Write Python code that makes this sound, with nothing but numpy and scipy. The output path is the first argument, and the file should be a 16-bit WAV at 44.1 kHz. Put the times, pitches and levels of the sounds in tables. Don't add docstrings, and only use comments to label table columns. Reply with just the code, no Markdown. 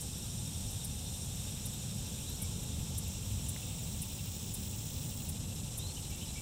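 import sys
import numpy as np
from scipy import signal
from scipy.fft import rfft, irfft
from scipy.io import wavfile
from scipy.ndimage import uniform_filter1d

SR = 44100
rng = np.random.default_rng(int(sys.argv[2]) if len(sys.argv) > 2 else 0)


def boost(x):
    u = np.asarray(x, float) / 20
    return 10 ** u


def int16_out(signal):
    q = np.round(np.clip(np.atleast_2d(signal).T, -1, 1) * 32767)
    wavfile.write(sys.argv[1], SR, q.astype(np.int16))


N = 282681
TIME = np.arange(N) / SR


def unit(x):
    return x / np.sqrt(np.mean(x ** 2))


def walk(rate):
    hold = int(SR / rate)
    steps = np.repeat(rng.standard_normal(N // hold + 1), hold)
    return unit(uniform_filter1d(uniform_filter1d(steps, hold), hold)[:N])


def body(x, modes):
    out = 0
    for k, (hz, width, db) in enumerate(modes):
        b, a = signal.iirpeak(hz, hz / width, fs=SR)
        ringing = signal.lfilter(b, a, signal.lfilter(b, a, x))
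        out = out + (-1) ** k * boost(db) * np.sqrt(SR / width) * ringing
    return out


def teeth(rate, scatter_db):
    hit = rng.random(N) < rate / SR
    return unit(hit * rng.choice([-1, 1], N) * boost(scatter_db * rng.standard_normal(N)))


def rasp(swell, modes):
    return body(teeth(12000, 1.5) * swell, modes)


def chirp(swell, hz, wobble_hz):
    return swell * np.sin(2 * np.pi * np.cumsum(hz + wobble_hz * walk(120)) / SR)


def strokes(bouts, duty, gain_db, scatter_db, linger_s, rise_db, fall_db, slows=0):
    power = np.zeros(N)
    for first, loudest, last, rate, db in bouts:
        t = TIME - loudest
        done = rate * t - slows * t ** 2
        nearest = np.round(done)
        swell = np.cos(np.pi * np.clip((done - nearest) / duty, -.5, .5)) ** 2
        rise = -rise_db * (t / (loudest - first)) ** 2
        fall = -fall_db * (t / (last - loudest)) ** 2
        level = boost(db + gain_db + np.where(t < 0, rise, fall))
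        strength = boost(scatter_db * rng.standard_normal(1024))[nearest.astype(int) % 1024]
        power += (swell * strength * level * (TIME >= first) * (TIME < last)) ** 2
    keep = np.exp(-1 / (linger_s * SR))
    lingering = signal.lfilter([1 - keep], [1, -keep], power)
    return np.sqrt(power / 2 + lingering / 2)


def ticker(events, modes, gain_db, length, tail_s, tail_db):
    gate = np.zeros(N)
    for s, db in events:
        t = TIME - s
        onset = np.clip(t / .001, 0, 1)
        push = .55 + .45 * np.sin(np.pi * np.clip(t / length, 0, 1))
        echo = boost(tail_db) * np.exp(-np.clip(t - length, 0, 1) / tail_s) * (t >= length)
        gate += boost(db + gain_db) * (onset * push * (t < length) + echo)
    return rasp(gate, modes)


# (t/s, peak level/dB)
TICKS = [
    (0.0054, -33),
    (0.8419, -32),
    (1.653, -32),
    (2.4163, -30),
    (2.9765, -30),
    (3.4844, -31),
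    (4.0152, -32),
    (4.537, -31.5),
    (5.2863, -32),
    (5.7747, -30.5),
]
# (f/Hz, width/Hz, level/dB)
TICK_WING = [(7600, 900, -10), (8900, 800, 0), (10050, 900, -3), (11400, 1200, -9), (12400, 1200, -7),
             (14200, 2400, -9)]
# (t/s, peak level/dB)
ANSWERS = [
    (0.1739, -47),
    (0.7057, -44),
    (1.237, -49),
    (1.7319, -47),
    (2.292, -45),
    (2.626, -49),
    (3.075, -46),
    (3.314, -49),
    (5.5494, -51),
    (6.096, -49),
]
# (f/Hz, width/Hz, level/dB)
ANSWER_WING = [(10200, 1300, -5), (11600, 1400, -5), (12900, 1500, -2)]


def ticking_katydids():
    near = ticker(TICKS, TICK_WING, gain_db=-14.3, length=.017, tail_s=.008, tail_db=-10)
    far = ticker(ANSWERS, ANSWER_WING, gain_db=-8, length=.014, tail_s=.006, tail_db=-12)
    return near + far


# (first t/s, loudest stroke t/s, last t/s, strokes per s, level/dB)
BUZZER = [
    (2.45, 5.0599, 5.308, 62.876, -52.5),
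]
# (first t/s, loudest stroke t/s, last t/s, strokes per s, level/dB)
BUZZER_TICKS = [
    (5.87, 6.1037, 6.42, 17.76, -61),
]
# (f/Hz, width/Hz, level/dB)
BUZZER_WING = [(10900, 900, -12), (12950, 600, -9), (13900, 1200, -12), (15110, 380, 0), (15620, 450, -5)]
# (first t/s, loudest stroke t/s, last t/s, strokes per s, level/dB)
RATTLER = [
    (-.05, .5131, .9, 51.6, -58),
    (.9, 1.3566, 1.68, 51.6, -58),
    (1.68, 2.1433, 2.47, 51.6, -58),
]
# (f/Hz, width/Hz, level/dB)
RATTLER_WING = [(9050, 500, 0), (11700, 1600, -8), (13600, 900, -10), (14800, 500, -12)]


def buzzing_katydids():
    buzz = strokes(BUZZER, .6, 1.2, 1.8, .0025, rise_db=20, fall_db=1.5, slows=.707)
    buzz += strokes(BUZZER_TICKS, .14, 4.5, 1.2, .002, rise_db=8, fall_db=6)
    rattle = strokes(RATTLER, .7, 3, 1.2, .005, rise_db=6, fall_db=7)
    return rasp(buzz, BUZZER_WING) + rasp(rattle, RATTLER_WING)


# (first t/s, loudest stroke t/s, last t/s, strokes per s, level/dB)
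TRILLER = [
    (-.06, 1.0434, 1.62, 58.32, -53),
]
CHIRPER = [
    (.9, 1.808, 3.1, 5.59, -59),
    (3.2, 4.158, 6.45, 5.585, -58.5),
]
CHIRPER_MATE = [
    (1.9, 3.145, 3.9, 5.76, -59.5),
]


def crickets():
    trill = strokes(TRILLER, .58, 7.5, 1.8, .004, rise_db=1, fall_db=7)
    slow = strokes(CHIRPER, .28, 9.5, .8, .01, rise_db=5, fall_db=2)
    mate = strokes(CHIRPER_MATE, .26, 9, 1.5, .01, rise_db=2, fall_db=3)
    return chirp(trill, 8680, 65) + chirp(slow, 6975, 45) + chirp(mate, 7370, 45)


# (first t/s, loudest pulse t/s, last t/s, pulses per s, level/dB)
FROG_HIGH = [
    (-.1, .6103, 1.4, 13.1, -58),
    (1.4, 2.2141, 2.85, 13.0, -60),
    (2.85, 3.1038, 3.55, 13.0, -60),
    (3.55, 4.0759, 4.36, 12.55, -62),
]
FROG_NEXT = [
    (4.36, 5.408, 6.6, 12.88, -61),
]
FROG_MID = [
    (.05, 1.146, 2.35, 11.87, -57),
    (2.4, 2.6417, 3.15, 12.3, -61),
    (3.15, 3.8712, 4.15, 12.15, -61),
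]
FROG_LOW = [
    (1.2, 1.652, 2.3, 12.3, -63),
    (2.3, 2.7131, 3.0, 12.5, -64),
    (3.0, 3.7087, 4.45, 12.45, -59),
    (4.45, 5.1254, 5.7, 12.78, -63),
    (5.7, 6.2191, 6.6, 12.6, -61),
]
# (f/Hz, width/Hz, level/dB)
HIGH_SAC = [(5225, 380, -0.5), (4810, 290, -6), (5920, 520, 6.5)]
MID_SAC = [(3740, 200, -5), (4060, 120, -14)]
LOW_SAC = [(2350, 250, -9), (2720, 260, -1), (3100, 350, -4)]


def frogs():
    high = strokes(FROG_HIGH, .28, 5, 1, .012, rise_db=4, fall_db=5)
    mid = strokes(FROG_MID, .55, 4.5, 1.2, .018, rise_db=9, fall_db=6)
    low = strokes(FROG_LOW, .5, 2.5, 1.2, .012, rise_db=3, fall_db=3.5)
    after = strokes(FROG_NEXT, .25, 5, 1, .006, rise_db=1, fall_db=3)
    tones = boost(5.0) * chirp(after, 5380, 91.1) + boost(6.5) * chirp(high, 5600, 40.3)
    tones += boost(2.5) * chirp(mid, 3652, 25.4) + boost(-19.0) * chirp(low, 2736, 30.25)
    rasps = boost(-8.5) * rasp(high + after, HIGH_SAC)
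    rasps += boost(-4.5) * rasp(mid, MID_SAC) + boost(-3.0) * rasp(low, LOW_SAC)
    return tones + rasps


# (f/Hz, t60/s, level/dB)
KNOCK_MODES = [(2056, .028, -3), (1850, .007, -1), (2350, .007, -4)]
KNOCK_S, KNOCK_DB, KNOCK_RISE_S = 3.563, -40, .00025


def knock():
    t = np.clip(TIME - KNOCK_S, 0, 1)
    rise = 1 - np.exp(-t / KNOCK_RISE_S)
    ring = np.zeros(N)
    for hz, t60, db in KNOCK_MODES:
        decay = np.exp(-np.log(1000) * t / t60)
        ring += boost(db) * decay * np.sin(2 * np.pi * hz * t) * rise * (t < 1)
    return boost(KNOCK_DB) * ring


# (t/s, length/s, start f/Hz, end f/Hz, level/dB)
NOTES = [(1.05, .12, 4000, 4150, -63), (2.175, .11, 2250, 3650, -62), (2.255, .115, 3580, 4290, -56),
         (2.39, .08, 2300, 2280, -65), (5.783, .065, 3540, 3930, -52), (5.835, .095, 3950, 4370, -55),
         (5.965, .024, 2850, 3200, -53), (6.035, .035, 4250, 3900, -55), (6.1, .04, 2350, 2310, -59),
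         (6.12, .03, 2620, 2670, -57), (6.165, .025, 2350, 2330, -62), (6.21, .025, 2750, 3200, -54),
         (6.226, .03, 3200, 2900, -55), (6.28, .035, 3900, 4100, -57), (6.345, .06, 2330, 2290, -57),
         (6.37, .04, 2700, 2640, -59)]
NOTE_LEAN = .6
GLIDE_BEND = 1.6


def bird(wobble_hz, flutter_db):
    song = np.zeros(N)
    wobble = wobble_hz * walk(320)
    for s, length, hz0, hz1, db in NOTES:
        start = int(s * SR)
        u = np.arange(min(int(length * SR), N - start)) / (length * SR)
        span = slice(start, start + len(u))
        hz = hz1 + (hz0 - hz1) * (1 - u) ** GLIDE_BEND
        phase = 2 * np.pi * np.cumsum(hz + wobble[span]) / SR
        swell = np.sin(np.pi * u ** NOTE_LEAN) ** .48
        song[span] += boost(db) * 1.55 * swell * np.sin(phase)
    return song * boost(flutter_db * walk(90))


def scatter(x, t60_s, db):
    t = TIME[:SR // 2]
    echo = rng.standard_normal(len(t)) * np.exp(-np.log(1000) * t / t60_s)
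    return x + boost(db) * signal.fftconvolve(x, echo / np.linalg.norm(echo))[:N]


def crowd(spectrum, flicker_db, rate):
    hz, db = np.transpose(spectrum)
    octave = np.log2(np.fft.rfftfreq(N, 1 / SR) + 1)
    colour = boost(np.interp(octave, np.log2(hz), db)) * rfft(rng.standard_normal(N))
    total = np.zeros(N)
    for centre in np.arange(np.log2(hz[0]), np.log2(hz[-1]) + .5, .5):
        band = irfft(colour * np.clip(1 - 2 * abs(octave - centre), 0, 1), N)
        total += band * boost(flicker_db * walk(rate))
    return unit(total)


# (f/Hz, level/dB per Hz)
TREES = [(1120, -40), (1900, -27.5), (2400, -11.5), (2660, -6), (2890, -6.5), (3550, -2), (4020, -3),
         (4570, -11.5), (5510, -1), (6540, -5), (7150, -0.5), (7650, 2), (8430, 0), (9800, -9),
         (12700, -29), (21600, -120)]
# (first t/s, deepest gap t/s, last t/s, gaps per s, depth level/dB under full silence)
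GAPS = [
    (4.0, 5.468, 6.8, 12.88, -5),
    (4.0, 5.468, 6.8, 38.64, -11),
]
TREES_DB, TREES_FADE_DB_PER_S = -46.5, .11
IN_STEP_HZ = 6200


def tree_chorus():
    trees = boost(TREES_DB - TREES_FADE_DB_PER_S * TIME) * crowd(TREES, .59, 12)
    in_step = signal.sosfiltfilt(signal.butter(4, IN_STEP_HZ, fs=SR, output="sos"), trees)
    gaps = strokes(GAPS, .4, 0, 1, .001, rise_db=4, fall_db=3)
    return trees + in_step * (.12 * (TIME > GAPS[0][0]) - gaps)


# (f/Hz, level/dB per Hz)
GRASS = [(5300, -33), (9000, -9), (10800, -4), (12600, -1), (13500, -4), (14000, -9), (15000, -10),
         (15800, -11)]


def grass_hiss():
    return boost(-56.5) * crowd(GRASS, .88, 26)


# (f/Hz, level/dB per Hz)
RUMBLE = [(12, -34), (20, -16.5), (65, -1.5), (98, 0.5), (140, -3.5), (212, -8.5), (340, -22.5), (523, -23),
          (663, -28), (856, -26), (1020, -32), (1350, -35), (1920, -38), (2200, -37), (2860, -54),
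          (4840, -120)]
# (t/s, swell level/dB)
PASSES = [
    (.8, 1.5),
    (3.0, 2.5),
    (5.4, 1),
]
ROAD_DB, PASS_S = -42, .72


def traffic():
    rumble = crowd(RUMBLE, .88, 2.976)
    deep = signal.sosfiltfilt(signal.butter(2, 230, fs=SR, output="sos"), rumble)
    swell_db = sum(db / (1 + ((TIME - s) / PASS_S) ** 2) for s, db in PASSES)
    return boost(ROAD_DB + swell_db) * deep + boost(-41) * (rumble - deep)


def scene():
    near = ticking_katydids() + buzzing_katydids() + crickets() + frogs() + knock()
    song = scatter(bird(wobble_hz=65, flutter_db=1.5), t60_s=.2, db=-6)
    mono = near + song + tree_chorus() + grass_hiss() + traffic()
    return np.array([mono, mono])


def low_pass(x):
    return signal.sosfilt(signal.butter(12, 15750, fs=SR, output="sos"), x)


def record(dry):
    top = signal.ellip(10, .2, 70, 15760, fs=SR, output="sos")
    mix = signal.sosfilt(top, dry)
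    return low_pass(mix)


dry = scene()
out = record(dry)
int16_out(out)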